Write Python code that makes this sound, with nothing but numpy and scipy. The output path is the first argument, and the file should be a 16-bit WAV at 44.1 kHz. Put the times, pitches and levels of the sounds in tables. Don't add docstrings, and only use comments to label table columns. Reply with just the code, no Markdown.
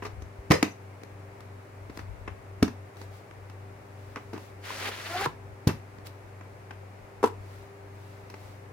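import sys
import numpy as np
from scipy import signal
from scipy.fft import rfft, irfft
from scipy.io import wavfile
from scipy.ndimage import uniform_filter1d, map_coordinates

SR = 44100
rng = np.random.default_rng(int(sys.argv[2]) if len(sys.argv) > 2 else 0)


def generate_wav(sig):
    pcm = np.round(np.clip(np.atleast_2d(sig).T, -1, 1) * 32767).astype(np.int16)
    wavfile.write(sys.argv[1], SR, pcm)


N = 384552
T = np.arange(N) / SR

# start in seconds, level in dB, softness (treble loss) in dB per octave,
# weight (extra bass) in dB, contact decay in seconds.
CASSETTE_KNOCKS = [(0.023, -36.5, 10, -0.5, 0.0086), (0.05, -34.5, 6.5, -5, 0.0085),
                   (0.062, -42.5, 3.5, 3, 0.0068), (0.503, -36, 1, -4, 0.0029), (0.5085, -17, 5, 3, 0.0025),
                   (0.516, -16, 3.5, -7, 0.0026), (0.6268, -18, 3.5, -1.5, 0.002),
                   (0.677, -45, 7, 8, 0.0017), (1.896, -47.5, 5.5, 8.5, 0.0064),
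                   (2.277, -34.5, 10.5, -2.5, 0.0046), (2.626, -22.5, 3, 6, 0.0031),
                   (2.679, -37.5, 5.5, 0, 0.0026), (3.311, -44.5, 8, -2.5, 0.00087),
                   (4.159, -32, 7.5, -16, 0.0015), (4.166, -38, 9, 0.5, 0.0077),
                   (4.331, -41, 5.5, 6, 0.0047), (4.34, -47, 5, 14.5, 0.014), (4.361, -44.5, 15, 4, 0.0058),
                   (4.377, -42.5, 6, -4, 0.0029), (5.672, -30.5, -0.5, 8.5, 0.0057),
                   (5.689, -31.5, 6.5, 5.5, 0.01), (6.708, -38, 8.5, -11, 0.0027),
                   (8.34, -41, 7, -5, 0.0027)]
SLEEVE_CLAPS = [(4.703, -33.5, 6.1, -9, 0.0016), (4.889, -39.5, 3.9, 3, 0.0028),
                (5.21, -30.5, 4.7, -18, 0.0028), (5.259, -23, 27, -3, 0.0074),
                (7.229, -24.5, 7.8, 1.5, 0.0055), (7.2388, -17.5, 8.8, 3.5, 0.0069),
                (7.256, -32, 5.5, 4, 0.0085), (7.273, -33.5, 6.5, -4, 0.0058)]
FINGER_TAPS = [(0.221, -47.5, 2.5, 3.5, 0.0027), (1.017, -54, 8, -2, 0.0018), (1.034, -45, 1.8, 3, 0.0018),
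               (1.405, -48.5, 2.5, -11, 0.0031), (1.973, -39.5, 2, 1.5, 0.0025),
               (1.991, -38, 7.5, -2, 0.0052), (2.968, -53, 1, -1, 0.0053), (3.014, -43.5, 4, -1, 0.0059),
               (3.498, -47.5, 3.5, 0, 0.0032), (5.984, -49, 5, 5.5, 0.0028), (6.069, -49.5, -3, -2, 0.002),
               (6.41, -45, 10, -1, 0.004), (8.3, -44.5, 2.5, -4, 0.0041)]
# frequency in Hz, bandwidth in Hz, gain in dB.
CASE_MODES = [(286, 210, 13), (422, 110, 7), (877, 400, 6.5), (1940, 77, -4), (2630, 79, -2),
              (4030, 680, 0.5), (5000, 170, -4.5)]
SLEEVE_MODES = [(242, 51, 8.2), (443, 86, 12.7), (733, 30, 6.1), (1007, 190, 24.5), (1000, 40, 24),
                (1360, 230, 15)]
REEL_MODES = [(434, 90, 20), (511, 24, 26), (840, 36, 5), (1140, 43, 6.4), (1480, 35, 1.7), (1830, 69, 18),
              (2040, 140, 8.2), (2720, 42, 3), (4140, 65, 9.3), (4980, 79, 21), (5600, 58, 13)]
CASE_BANDS = [(160, 447), (680, 2710), (2600, 6300), (9000, 14600)]
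SLEEVE_BANDS = [(240, 510), (740, 1340), (2000, 7200), (7500, 13200)]
# start in seconds, level in dB, frequency in Hz,
# half the rise time in seconds.
AIR_PUFFS = [(0.384, -32, 55, 0.0041), (0.5038, -7.5, 140, 0.0016), (0.509, -19.5, 340, 0.0011),
             (0.627, -15.5, 303, 0.0024), (2.622, -15, 98, 0.0021), (2.626, -8.5, 279, 0.0022),
             (5.261, -30, 134, 0.0048), (5.669, -12.5, 122, 0.0025), (5.670, -14, 159, 0.0012),
             (7.2365, -17, 422, 0.0017)]
# start in seconds, level in dB, decay in seconds.
REEL_RATTLES = [(0.52, -19.5, 0.025), (0.537, -25, 0.013), (0.641, -40, 0.018), (2.645, -51, 0.018),
                (5.69, -44, 0.043)]
# end in seconds, final relative friction level in dB,
# judder length in seconds, final relative judder level in dB.
SLEEVE_PULLS = [(4.889, -32, 0.077, -44.5), (5.262, -31, 0.16, -36)]
JUDDER_HARMONICS_DB = [-6, -0.5, -7, -6, -10]
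# centre in seconds, length in seconds, level in dB.
BRUSH_STROKES = [(0.045, 0.036, -52), (1.45, 0.089, -70), (1.98, 0.089, -56.5), (3.014, .1, -56.5),
                 (3.157, 0.11, -58.5), (4.114, 0.42, -63.5), (4.426, 0.17, -57), (6.068, 0.027, -47),
                 (7.542, 0.26, -59), (8.087, 0.37, -62), (8.45, 0.25, -58.5)]
# centre in seconds, level in dB.
SKIN_SQUEAKS = [(0.225, -63), (0.718, -55)]
# start in seconds, end in seconds, rumble level in dB.
ARM_MOVES = [(0, 0.5, -53), (1.81, 2.6, -52), (5.22, 5.35, -54)]
# frequency in Hz, relative level in dB.
REEL_SPECTRUM = [(200, 2.5), (400, -3), (1000, -3.5), (2500, -5.5), (5000, -14.5), (8000, -10),
                 (16000, -26)]
FRICTION_SPECTRUM = [(120, -27), (220, -9.5), (380, -15), (520, -7.5), (800, -10.5), (1200, -7), (2000, -5),
                     (3000, -5), (4500, -1), (8000, -15.5), (14000, -18), (16000, -17)]
BRUSH_SPECTRUM = [(400, 1), (1500, -2.5), (4500, -4.5), (8000, -11), (15000, -13)]
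FAN_AIR_SPECTRUM = [(80, -46), (130, -1.5), (170, -7), (260, -7), (400, -4), (520, -2), (800, -4.5),
                    (1500, -11.5), (2200, -13), (2750, -20), (3200, -25.5), (5000, -27.5), (11500, -33),
                    (16000, -37.5)]
REVERB_SPECTRUM = [(100, 0), (350, -2.5), (1000, -1.5), (3000, 1), (12000, -3)]
# time in seconds, distance below the steady tone in Hz.
BEAT_RATE = [(0, 0.18), (0.78, 3.94), (1.2, 2.7), (2.07, 4.36), (2.94, 3.72), (3.4, 1.23), (4.57, 4.15),
             (5.4, 2.93), (6.17, 3.48), (7.11, 1.36), (8.7, 2.28)]
# time in seconds, level in dB.
LOWER_TONE_LEVEL = [(1, -57), (2.7, -49.5), (4.3, -57), (6.6, -60), (7.4, -49.5), (8.5, -68)]
# frequency in Hz, level in dB, nominal linewidth in Hz.
FAN_TONES = [(121, -60.5, 0.068), (187.6, -67, 2.2), (248, -68.5, 3), (295, -66, 2.7), (394, -58.5, 2.8)]
# frequency in Hz, time to fall by 60 dB in seconds.
ROOM_T60 = [(80, 0.18), (250, 0.19), (1000, 0.24), (4000, 0.22), (15000, 0.26)]
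# frequency in Hz, left-right correlation from -1 to 1.
COHERENCE = [(100, 1), (200, 0.81), (380, 0.64), (700, 0.061), (1300, -0.074), (2400, 0.11), (8000, -0.059)]


def impacts(rows, modes, bands, scatter, rise_s, spread, snap_db):
    out, t = np.zeros((2, N)), T[:SR // 12]
    starts, knock_db, softness, weight_db, decay_s = np.transpose(rows)
    _, knock, crack, snap = np.log2(bands).mean(axis=1)
    levels = [knock_db + weight_db, knock_db, knock_db - softness * (crack - knock),
              knock_db - softness * (snap - knock) + snap_db]
    contact = (1 - np.exp(-t / rise_s)) * np.exp(-t / decay_s[:, None])
    contact /= np.linalg.norm(contact, axis=1, keepdims=True)
    spray = stereo(rng.standard_normal((2, *contact.shape)), spread) * contact
    sounds = 0
    for db, (low, high) in zip(levels, bands):
        force = (t == 0) + scatter * low / 1000 * spray
        ring = band(resonate(force, modes), low, high, order=3)
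        peak_rms = np.sqrt(uniform_filter1d(np.mean(ring ** 2, axis=0), size=220).max(axis=1))
        sounds = sounds + ring * (from_db(db) / peak_rms)[:, None]
    for k, start in enumerate(starts):
        add(out, start, sounds[:, k])
    return out


def air_puffs():
    out, t = np.zeros(N), T[:SR // 5]
    for start, db, hz, half_rise_s in AIR_PUFFS:
        age = t / (2 * half_rise_s)
        envelope = (age * np.exp(1 - age)) ** 2
        add(out, start, from_db(db) * envelope * np.sin(2 * np.pi * hz * t))
    return out


def reel_rattle():
    shake = sum(from_db(db) * (T > start) * np.exp(-np.abs(T - start) / decay_s)
                for start, db, decay_s in REEL_RATTLES)
    contacts = stereo(colour(grains(per_s=2000, spread_db=-0.5), REEL_SPECTRUM), spread=0.36)
    return resonate(contacts * shake, REEL_MODES) / np.std(resonate(contacts[0, :SR], REEL_MODES))


def sleeve_slide(start_s, end_s, drag_db, judder_end_hz, judder_rise_hz_per_s):
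    attack, release, pull_rise = 505, 1500, 47
    power, judder_gain, slip_hz = from_db(drag_db) ** 2, 0, judder_end_hz
    for pull_end, friction_db, judder_s, judder_db in reversed(SLEEVE_PULLS):
        effort = held(pull_end, pull_end, pull_rise, release)
        power += (from_db(friction_db) * effort) ** 2
        judder_gain += from_db(judder_db) * effort * held(pull_end - judder_s, pull_end, attack, release)
        remaining_s = np.clip(pull_end - T, 0, .5)
        slip_hz = np.where(T < pull_end, judder_end_hz - judder_rise_hz_per_s * remaining_s, slip_hz)
    rub_gain = np.sqrt(power) * held(start_s, end_s, attack, release)
    phase = 2 * np.pi * np.cumsum(slip_hz * (1 + 0.0349 * drift(250))) / SR
    faces = colour(grains(per_s=6000, spread_db=2.0), FRICTION_SPECTRUM) * (1 + 0.12 * np.sin(phase))
    grit = stereo(faces, spread=0.62)
    rasp = from_db(-0.46 + 1.5 * drift(70)) * unit_rms(band(grit, 150, 3460))
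    hiss = from_db(-3.5) * unit_rms(band(grit, 2840, 14000))
    judder = sum(from_db(db + 3.5 * drift(60)) * np.sin(k * phase)
                 for k, db in enumerate(JUDDER_HARMONICS_DB, 1))
    return rub_gain * (rasp + hiss) + from_db(4.5) * judder_gain * unit_rms(judder)


def brushes():
    strokes = sum(from_db(db) * swell(centre, length) for centre, length, db in BRUSH_STROKES)
    return strokes * colour(rng.standard_normal((2, N)), BRUSH_SPECTRUM)


def squeaks(hz, width_hz, length_s):
    whistle = unit_rms(band(rng.standard_normal((2, N)), hz - width_hz / 2, hz + width_hz / 2))
    return whistle * sum(from_db(db) * swell(centre, length_s) for centre, db in SKIN_SQUEAKS)


def arm_rumble(rest_db):
    gain = from_db(rest_db)
    for start, end, db in ARM_MOVES:
        gain = np.maximum(gain, from_db(db) * held(start, end, attack_db_per_s=200, release_db_per_s=60))
    noises = unit_rms(band(rng.standard_normal((2, N)), 38, 79))
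    return gain * from_db(5 * drift(12)) * stereo(noises, spread=0.51)


def beating_hum(steady_hz, steady_db):
    steady = unit_rms(np.sin(2 * np.pi * steady_hz * T))
    lower_hz = steady_hz - over_time(BEAT_RATE)
    lower = unit_rms(np.sin(2 * np.pi * np.cumsum(lower_hz) / SR))
    return from_db(steady_db) * steady + from_db(over_time(LOWER_TONE_LEVEL)) * lower


def fan(air_db):
    coherence = at_hz(COHERENCE, np.arange(N // 2 + 1) * SR / N)
    mid, side = irfft(rfft(rng.standard_normal((2, N))) * np.sqrt([1 + coherence, 1 - coherence]), N)
    air = from_db(air_db) * colour(mid + side * [[1], [-1]], FAN_AIR_SPECTRUM)
    tones = beating_hum(steady_hz=98.4, steady_db=-48.5)
    for hz, db, width_hz in FAN_TONES:
        tone = np.sin(2 * np.pi * hz * T + drift(2 * width_hz))
        tones += from_db(db) * unit_rms(tone * (1 + 0.27 * drift(4.6)))
    return air + tones


def room(x, wet_db):
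    t, response = T[:SR // 3], 0
    onset = np.clip((t - .005) / 0.0039, 0, 1)
    edges = np.geomspace(70, 17000, 9)
    for low, high in zip(edges, edges[1:]):
        hz = np.sqrt(low * high)
        tail = onset * from_db(-60 * t / at_hz(ROOM_T60, hz))
        tail *= from_db(at_hz(REVERB_SPECTRUM, hz)) / np.linalg.norm(tail)
        coherence = at_hz(COHERENCE, hz)
        mid, side = rng.standard_normal((2, len(t)))
        diffuse = np.sqrt(1 + coherence) * mid + np.sqrt(1 - coherence) * side * [[1], [-1]]
        response += band(diffuse * tail, low, high)
    direct = np.array([np.roll(x[0], -2), x[1]])
    reverb = signal.oaconvolve(x, response, axes=1)[:, :N]
    return balance(direct + from_db(wet_db) * reverb, left_db=1.0)


def resonate(force, modes):
    out = force.copy()
    for hz, width_hz, db in modes:
        radius = np.exp(-np.pi * width_hz / SR)
        feedforward = np.array([1, 0, -1]) * (1 - radius ** 2) / 2
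        feedback = [1, -2 * radius * np.cos(2 * np.pi * hz / SR), radius ** 2]
        out += from_db(db) * signal.lfilter(feedforward, feedback, force + 1e-18)
    return out


def grains(per_s, spread_db):
    hits = rng.random((2, N)) < per_s / SR
    out, count = np.zeros((2, N)), hits.sum()
    signs = rng.choice([-1, 1], count)
    out[hits] = signs * from_db(spread_db * np.minimum(rng.exponential(1, count), 4))
    return out


def drift(knots_per_s):
    knots = rng.standard_normal(int(T[-1] * knots_per_s) + 4)
    return unit_rms(map_coordinates(knots, [T[::32] * knots_per_s + 1], order=3)).repeat(32)[:N]


def held(start, end, attack_db_per_s, release_db_per_s):
    loss_db = attack_db_per_s * np.maximum(start - T, 0) + release_db_per_s * np.maximum(T - end, 0)
    return from_db(-loss_db) + 1e-12


def swell(centre_s, length_s):
    return np.exp(-np.minimum((2 * (T - centre_s) / length_s) ** 2, 50))


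def stereo(noises, spread):
    mid, side = noises
    return np.array([mid + spread * side, mid - spread * side]) / np.hypot(1, spread)


def balance(x, left_db):
    return x * from_db(np.array([[left_db], [-left_db]]) / 2)


def band(x, low, high, order=2):
    return signal.sosfilt(signal.butter(order, [low, high], "band", fs=SR, output="sos"), x)


def colour(x, spectrum):
    hz = np.arange(x.shape[-1] // 2 + 1) * SR / x.shape[-1]
    return unit_rms(irfft(rfft(x) * from_db(at_hz(spectrum, hz)), x.shape[-1]))


def at_hz(points, hz):
    frequencies, values = np.transpose(points)
    return np.interp(np.log(hz + 1e-9), np.log(frequencies), values)


def over_time(points):
    return np.interp(T, *np.transpose(points))


def add(out, start_s, x):
    i = round(start_s * SR)
    out[..., i:i + x.shape[-1]] += x[..., :N - i]


def from_db(db):
    return 10 ** (np.asarray(db) / 20)


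def unit_rms(x):
    return x / np.sqrt(np.mean(x ** 2) + 1e-20)


def scene():
    cassette = impacts(CASSETTE_KNOCKS, CASE_MODES, CASE_BANDS,
                       scatter=4.4, rise_s=0.0036, spread=0.68, snap_db=-5.0)
    puffs = balance(air_puffs(), left_db=-0.2)
    sleeve = impacts(SLEEVE_CLAPS, SLEEVE_MODES, SLEEVE_BANDS,
                     scatter=1.7, rise_s=0.0018, spread=0.9, snap_db=4.0)
    fingers = impacts(FINGER_TAPS, CASE_MODES, CASE_BANDS,
                      scatter=3.5, rise_s=0.00065, spread=0.79, snap_db=-5.5)
    reels = reel_rattle()
    rubbing = brushes() + squeaks(hz=6150, width_hz=700, length_s=0.023)
    handling = room(cassette + puffs + fingers + reels + rubbing, wet_db=-12.0)
    slide = sleeve_slide(start_s=4.655, end_s=5.262, drag_db=-40.5,
                         judder_end_hz=422.4, judder_rise_hz_per_s=580)
    card = room(sleeve + slide, wet_db=-14.5)
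    rumble = balance(arm_rumble(rest_db=-65), left_db=10.5)
    return handling + card + rumble + balance(fan(air_db=-51), left_db=2.0)


def record(dry):
    thin = signal.sosfilt(signal.butter(3, 40, "high", fs=SR, output="sos"), dry)
    rounded = thin / (1 + (thin / .88) ** 6) ** (1 / 6)
    return signal.sosfilt(signal.ellip(10, .1, 80, 15850, fs=SR, output="sos"), rounded)


dry = scene()
out = record(dry)
generate_wav(out)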